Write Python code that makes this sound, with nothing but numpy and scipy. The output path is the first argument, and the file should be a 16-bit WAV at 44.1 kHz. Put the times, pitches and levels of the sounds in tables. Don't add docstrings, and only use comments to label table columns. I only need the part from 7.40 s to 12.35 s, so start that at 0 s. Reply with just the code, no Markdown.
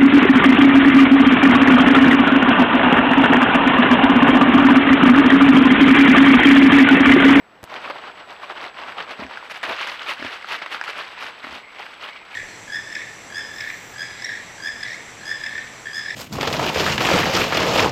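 import sys
import numpy as np
from scipy import signal
from scipy.fft import rfft, irfft, next_fast_len
from scipy.io import wavfile
from scipy.ndimage import map_coordinates

SR = 44100
rng = np.random.default_rng(int(sys.argv[2]) if len(sys.argv) > 2 else 0)


def transcribe(signal):
    frames = np.atleast_2d(signal).T
    limited = np.clip(frames, -1, 1)
    pcm = np.round(limited * 32767).astype(np.int16)
    wavfile.write(sys.argv[1], SR, pcm)


def rack_gain(trim_db):
    fader = np.asarray(trim_db, float)
    return 10 ** (fader / 20)


N = 218293


def unit(x):
    return x / np.sqrt(np.mean(x ** 2) + 1e-20)


def along(points, hz):
    point_hz, value = np.transpose(points)
    return np.interp(np.log(hz + 1), np.log(point_hz + 1), value)


def curves(rows):
    time_s, *columns = np.transpose(rows)
    return [np.interp(np.arange(N) / SR, time_s, column) for column in columns]


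def wobble(knots_per_s):
    knots = rng.standard_normal(int(N * 200 / SR) + 4)
    return map_coordinates(knots, [np.arange(N) * knots_per_s / SR])


def filtered(x, response):
    size = next_fast_len(N + SR // 2)
    return irfft(rfft(x, size) * response(np.fft.rfftfreq(size, 1 / SR)), size)[:N]


def resonances(hz, modes):
    total = 0
    for k, (center_hz, width_hz, db) in enumerate(modes):
        band = 1j * hz * width_hz
        total = total + (-1) ** k * rack_gain(db) * band / (center_hz ** 2 - hz * hz + band)
    return total


def ground(x, t60_s, level_db):
    t = np.arange(SR // 4) / SR
    tail = rng.standard_normal(len(t)) * rack_gain(-60 * t / t60_s)
    return x + rack_gain(level_db) * signal.fftconvolve(x, tail / np.linalg.norm(tail))[:N]


# hz [Hz], density_db [dB per Hz]
NIGHT_SPECTRUM = [(15, -48), (25, -6.5), (455, 5.5), (796, 5), (1920, 1.5), (6350, -23), (7860, -47),
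                  (8740, -34), (14500, -31)]


def night():
    noise = rng.standard_normal(N)
    return rack_gain(-51.5) * unit(filtered(noise, lambda hz: rack_gain(along(NIGHT_SPECTRUM, hz))))


# pitch_hz [Hz], sign_flips_per_s [1/s], base_db [dB]
WHINE_TONE = (7797.5, 59.3, -67)
# time_s [s], gain_db [dB re base]
WHINE_GAIN = [(0, -6), (.2, -8), (.45, 0.5), (4.95, 0.5)]


def whine():
    t = np.arange(N) / SR
    pitch_hz, sign_flips_per_s, base_db = WHINE_TONE
    flips = np.tanh(6 * np.sin(np.pi * sign_flips_per_s * t))
    tone = np.sqrt(2) * rack_gain(base_db) * np.sin(2 * np.pi * pitch_hz * t) * flips
    return rack_gain(curves(WHINE_GAIN)[0]) * tone


# start_s [s], click_db [dB], thump_db [dB re click]
HOUSING_CLICKS = [(0.2307, -27.5, -14), (0.2405, -19, -9), (0.251, -38, -20)]
# center_s [s], half_length_s [s], level_db [dB], corner_hz [Hz]
HOUSING_CREAK = (.237, .009, -38, 700)


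def housing():
    out, t = np.zeros(N), np.arange(N) / SR
    u = t[:SR // 20]
    for start_s, click_db, thump_db in HOUSING_CLICKS:
        tail = 0.043 * rack_gain(-60 * u / 0.045) * rng.standard_normal(len(u))
        click = -np.exp(-u / .00008) + tail
        thump = -rack_gain(thump_db) * np.exp(-u / 0.0009) * np.cos(2 * np.pi * 45 * u)
        out[round(start_s * SR):][:len(u)] += rack_gain(click_db) * (click + thump)
    center_s, half_length_s, level_db, corner_hz = HOUSING_CREAK
    dull = unit(filtered(rng.standard_normal(N), lambda hz: 1 / (1 + 1j * hz / corner_hz) ** 2))
    return out + rack_gain(level_db) * np.exp(-((t - center_s) / half_length_s) ** 4) * dull


def sizes(luck, spread_db):
    return rack_gain(-spread_db * np.log(1 - .995 * luck))


def grains(count, cycles, spread_db):
    when, pitch, luck = rng.random((count, 3)).T
    hz = (150 * 100 ** pitch)[:, None]
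    t = np.arange(320) / SR
    size = sizes(luck, spread_db)[:, None] * hz
    ring = size * np.sin(2 * np.pi * hz * t) * np.exp(-t * hz / cycles)
    at = (when * N).astype(int)[:, None] + np.arange(len(t))
    return unit(np.bincount(at.ravel(), ring.ravel())[:N])


def clicks(count, spread_db):
    when, luck, sign = rng.random((count, 3)).T
    size = sizes(luck, spread_db) * np.sign(sign - .5)
    return unit(np.bincount((when * N).astype(int), size, N))


# time_s [s], crunch_db [dB]
SETTLING = [(0.0, -65.5), (0.27, -57.5), (0.46, -37.5), (0.7, -47), (0.92, -46.5), (1.13, -45),
            (1.43, -47.5), (1.75, -44), (2.15, -44.5), (2.35, -31.5), (2.6, -36.5), (3.06, -41),
            (3.46, -39), (3.6, -41.5), (3.9, -42.5), (4.0, -45.5), (4.5, -49), (4.95, -43.5)]
# peak_s [s], crunch_db [dB], rise_s [s], fall_s [s], crumbs_db [dB re crunch]
SHOVES = [(0.333, -40.5, .043, 0.04, -23.5), (0.368, -35.5, 0.0069, 0.012, -40),
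          (0.468, -40, .0067, 0.0072, -31), (0.502, -30.5, 0.0018, 0.011, -29),
          (0.653, -45, 0.028, 0.048, -43), (0.806, -41.5, 0.01, 0.0082, -36),
          (0.918, -42.5, .031, .019, -24), (1.043, -41, 0.024, 0.019, -23),
          (1.104, -37.5, 0.0054, 0.022, -25), (1.183, -39, 0.013, 0.0073, -36),
          (1.225, -37, 0.019, 0.022, -23), (1.267, -37, 0.026, 0.03, -29), (1.395, -37.5, 0.01, 0.045, -27),
          (1.492, -39.5, 0.031, 0.039, -24), (1.586, -33.5, 0.0097, 0.047, -28.5),
          (1.716, -35.5, 0.024, 0.019, -25), (1.818, -36.5, 0.04, .027, -28),
          (1.921, -38.5, 0.03, 0.04, -30), (2.045, -43, 0.0085, 0.025, -19), (2.113, -32, 0.01, 0.011, -16),
          (2.168, -33.5, 0.022, 0.015, -20.5), (2.232, -23, .0015, 0.021, -24),
          (2.29, -33, .025, 0.034, -21.5), (2.422, -30.5, 0.039, 0.027, -25.5),
          (2.473, -30.5, .002, 0.047, -20), (2.618, -34.5, 0.0058, 0.011, -31),
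          (2.691, -27.5, 0.016, .039, -21.5), (2.853, -28, 0.0069, 0.03, -25.5),
          (2.958, -36.5, 0.12, 0.012, -23.5), (3.122, -27.5, 0.026, 0.031, -21.5),
          (3.22, -30, 0.0022, 0.023, -32), (3.267, -36, 0.0058, 0.015, -40),
          (3.328, -29.5, 0.013, 0.013, -20), (3.35, -29, 0.011, 0.016, -22.5),
          (3.441, -31, 0.0024, 0.0084, -19), (3.496, -31, 0.013, .013, -21),
          (3.569, -36, 0.004, 0.023, -26), (3.605, -32, 0.039, 0.033, -25), (3.782, -36, 0.017, .022, -35),
          (3.848, -30.5, 0.032, 0.027, -21), (4.036, -36, 0.009, 0.023, -26),
          (4.138, -38.5, 0.064, 0.052, -22), (4.42, -40.5, 0.068, 0.11, -23),
          (4.652, -34.5, 0.033, 0.014, -24), (4.685, -37.5, .01, 0.025, -25),
          (4.93, -45.5, 0.016, .03, -19)]
# time_s [s], big_leaves_db [dB re crunch]
LEAF_DRIFT = [(0, 1), (.7, 0.5), (1.3, 0), (2.0, -3), (2.24, -8), (2.3, 2.5), (2.38, -10), (3.0, -9.5),
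              (4.0, -6), (4.95, -8)]


def stirring():
    t = np.arange(N) / SR
    crunch_power = rack_gain(curves(SETTLING)[0]) ** 2
    crumbs_power = crunch_power * rack_gain(-25) ** 2
    for peak_s, crunch_db, rise_s, fall_s, crumbs_db in SHOVES:
        width_s = np.where(t < peak_s, rise_s, fall_s)
        swell = rack_gain(crunch_db) ** 2 * np.exp(-((t - peak_s) / width_s) ** 2)
        crunch_power = crunch_power + swell
        crumbs_power = crumbs_power + rack_gain(crumbs_db) ** 2 * swell
    big_power = crunch_power * rack_gain(curves(LEAF_DRIFT)[0]) ** 2
    return np.sqrt([crunch_power, big_power, crumbs_power])


# hz [Hz], density_db [dB per Hz]
LITTER_SPECTRUM = [(18, -62), (30, -33), (70, -19.5), (131, -20), (316, -10), (529, -4.5), (602, -2.5),
                   (1310, 5), (2840, 3.5), (4650, -7.5), (7400, -30), (8000, -34.5), (8640, -33.5),
                   (14500, -39.5)]


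def leaves():
    rings = grains(count=16000, cycles=2.4, spread_db=3.0)
    cracks = .72 * rings + .25 * clicks(count=16000, spread_db=1.8)
    rustle = cracks + .7 * rng.standard_normal(N)
    clumped = rustle * rack_gain(1.53 * wobble(30) + 0.95 * wobble(90))

    def low(hz):
        return 1 / (1 + (hz / 1000) ** 4)

    def high(hz):
        return 1 / (1 + (6500 / (hz + 1)) ** 8)

    def middle(hz):
        return 1 - low(hz) - high(hz)

    def band(share):
        return unit(filtered(clumped, lambda hz: share(hz) * rack_gain(along(LITTER_SPECTRUM, hz))))

    return np.sum(stirring() * [band(middle), band(low), band(high)], axis=0)


# start_s [s], level_db [dB], ring_hz [Hz], crack_db [dB re level]
BREAKS = [(0.276, -31, 1200, 3), (0.325, -25, 684, 1), (0.363, -22, 640, -3), (0.5, -29.5, 590, 16.5),
          (0.794, -38, 820, -3), (1.099, -25, 1110, 5), (1.166, -28, 1130, 4), (1.388, -22, 1120, -1.5),
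          (1.485, -29, 1340, 10.5), (1.57, -24, 848, 4), (1.716, -25.5, 640, 6), (1.807, -25, 800, 5),
          (1.866, -24.5, 1690, 5), (1.911, -16.5, 970, -3), (1.973, -17, 1450, 1.5), (2.027, -30, 990, 9.5),
          (2.098, -19, 1250, -2.5), (2.16, -22.5, 1700, 1), (2.23, -11, 2440, -3), (2.368, -22, 1940, 2),
          (2.47, -12, 1990, -9), (2.826, -15.5, 1640, -0.5), (2.849, -16, 1900, 0), (3.012, -32, 1500, 7),
          (3.045, -23.5, 1320, 8.5), (3.219, -22.5, 680, 5.5), (3.261, -9.5, 1090, -5),
          (3.346, -21, 1430, 11), (3.413, -13.5, 1590, 7), (3.4395, -24, 2160, 9), (3.479, -17.5, 1380, 3),
          (3.567, -25, 1790, 4), (3.58, -40, 8300, 10), (3.825, -28, 1260, 12), (3.86, -27, 990, -3),
          (4.046, -17, 1330, -1), (4.069, -26, 1220, 5), (4.121, -32, 950, 7), (4.148, -33, 910, -7),
          (4.399, -29, 850, 9.5), (4.465, -22, 1440, 0), (4.629, -26, 1210, 6), (4.651, -24, 1500, 1)]


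def snaps():
    out, t = np.zeros(N + SR), np.arange(SR // 10) / SR

    def wood(hz):
        return resonances(hz, [(1570, 730, 0)]) * resonances(hz, [(2060, 570, 0)])

    def crisp_top(hz):
        return resonances(hz, [(10000, 6400, 0)]) ** 2

    splinter = unit(filtered(rng.standard_normal(N + SR), wood))
    crisp = unit(filtered(rng.standard_normal(N + SR), crisp_top))
    for start_s, level_db, ring_hz, crack_db in BREAKS:
        start = round(start_s * SR)
        here = slice(start, start + len(t))
        cycle = t * ring_hz
        main = np.sin(2 * np.pi * cycle) * np.exp(-cycle / 1.6) * (1 - np.exp(-cycle / .2)) ** 2
        higher = .2 * np.sin(6.4 * np.pi * cycle) * np.exp(-cycle / .8) * (1 - np.exp(-cycle / .2))
        lower = 0.31 * np.sin(1.2 * np.pi * cycle) * np.exp(-cycle / 2.8) * (1 - np.exp(-cycle / 0.96))
        noise = np.resize(splinter[here] + rack_gain(-36) * crisp[here], len(t))
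        rattle = 0.53 * noise * (1 - np.exp(-t / 0.0013)) * rack_gain(-60 * t / 0.014)
        out[here] += rack_gain(level_db) * (rack_gain(crack_db) * (main + higher + lower) + rattle)
    return filtered(out[:N], lambda hz: (1j * hz / (300 + 1j * hz)) ** 2)


# start_s [s], length_s [s], level_db [dB]
BREATHS = [(4.213, 0.25, -46), (4.68, 0.17, -46.5)]
# center_hz [Hz], width_hz [Hz per pass], gain_db [dB per pass]
NOSTRIL_MODES = [(2160, 370, -3), (4450, 750, -15)]


def sniffs():
    t, draw, edge_s = np.arange(N) / SR, np.zeros(N), 0.026
    for start_s, length_s, level_db in BREATHS:
        end_s = start_s + length_s
        corners_s = [start_s, start_s + edge_s, end_s - edge_s, end_s]
        draw += rack_gain(level_db) * np.interp(t, corners_s, [0, 1, 1, 0])
    hiss = unit(filtered(rng.standard_normal(N), lambda hz: resonances(hz, NOSTRIL_MODES) ** 2))
    return draw * rack_gain(2.5 * wobble(25)) * hiss


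# time_s [s], pitch_hz [Hz, before jitter], effort_db [dB], throat_hz [Hz]
GRUNT_PATHS = [
    [(1.783, 79.3, -36, 200), (1.794, 78.5, -21, 200), (1.82, 74.2, -19, 260), (1.865, 63.4, -24.5, 246),
     (1.885, 61, -46, 240)],
    [(2.785, 79.5, -32, 239), (2.8, 75.7, -23, 245), (2.825, 80.8, -16.5, 300), (2.85, 86.2, -19, 272),
     (2.895, 79.6, -46, 270)],
    [(4.032, 80.3, -39, 280), (4.045, 78.4, -21, 278), (4.09, 71.5, -33, 244), (4.155, 57.9, -34, 244),
     (4.185, 54, -41, 220)],
]
# ring_hz [Hz], t60_s [s], level_db [dB re throat]
MOUTH_AND_SNOUT = [(173, 0.023, -6.5), (452, 0.03, -7.5), (640, 0.016, 3.5)]


def grunts():
    out, t = np.zeros(N + SR), np.arange(SR // 20) / SR
    throat_t60_s, weak_pulse_db, evens_out_s = 0.029, -18, 0.1
    hum_peak_db, hum_edge_db, hum_peak_share = -18, -40, 0.64

    def ring(hz, t60_s):
        return np.sin(2 * np.pi * hz * t) * rack_gain(-60 * t / t60_s) * (1 - np.exp(-t / 0.0021)) ** 2

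    body = sum(rack_gain(level_db) * ring(hz, t60_s) for hz, t60_s, level_db in MOUTH_AND_SNOUT)
    for rows in GRUNT_PATHS:
        start, stop = round(rows[0][0] * SR), round(rows[-1][0] * SR)
        pitch_hz, effort_db, throat_hz = np.array(curves(rows))[:, start:stop]
        jitter = 1 + .02 * wobble(40)[start:stop]
        cycles = np.cumsum(pitch_hz * jitter) / SR
        share = np.linspace(0, 1, len(cycles))
        swell_db = np.interp(share, [0, hum_peak_share, 1], [hum_edge_db, 0, hum_edge_db])
        hum_db = effort_db.mean() + hum_peak_db + swell_db
        out[start:stop] += np.sqrt(2) * rack_gain(hum_db) * np.sin(2 * np.pi * cycles)
        pulses = np.flatnonzero(np.diff(np.floor(cycles + 1 / 4)))
        for k, (at, luck) in enumerate(zip(pulses, rng.standard_normal(20))):
            weak_db = weak_pulse_db * (k % 2) * np.exp(-(at / SR / evens_out_s) ** 2)
            pulse_db = effort_db[at] + weak_db + 0.93 * luck
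            out[start + at:][:len(t)] += rack_gain(pulse_db) * (ring(throat_hz[at], throat_t60_s) + body)
    return filtered(out[:N], lambda hz: hz ** 4 / (hz ** 4 + 50 ** 4))


def scene():
    camera = night() + whine() + housing()
    twigs = ground(snaps(), t60_s=0.49, level_db=-8)
    voice = ground(grunts(), t60_s=0.17, level_db=-6)
    return (camera + leaves() + twigs + sniffs() + voice)[None]


def low_pass(x):
    return signal.sosfilt(signal.butter(12, 15280, fs=SR, output="sos"), x)


def record(dry):
    top_hz = 14600
    mix = filtered(dry[0], lambda hz: hz < top_hz)[None]
    return low_pass(mix)


dry = scene()
out = record(dry)
transcribe(out)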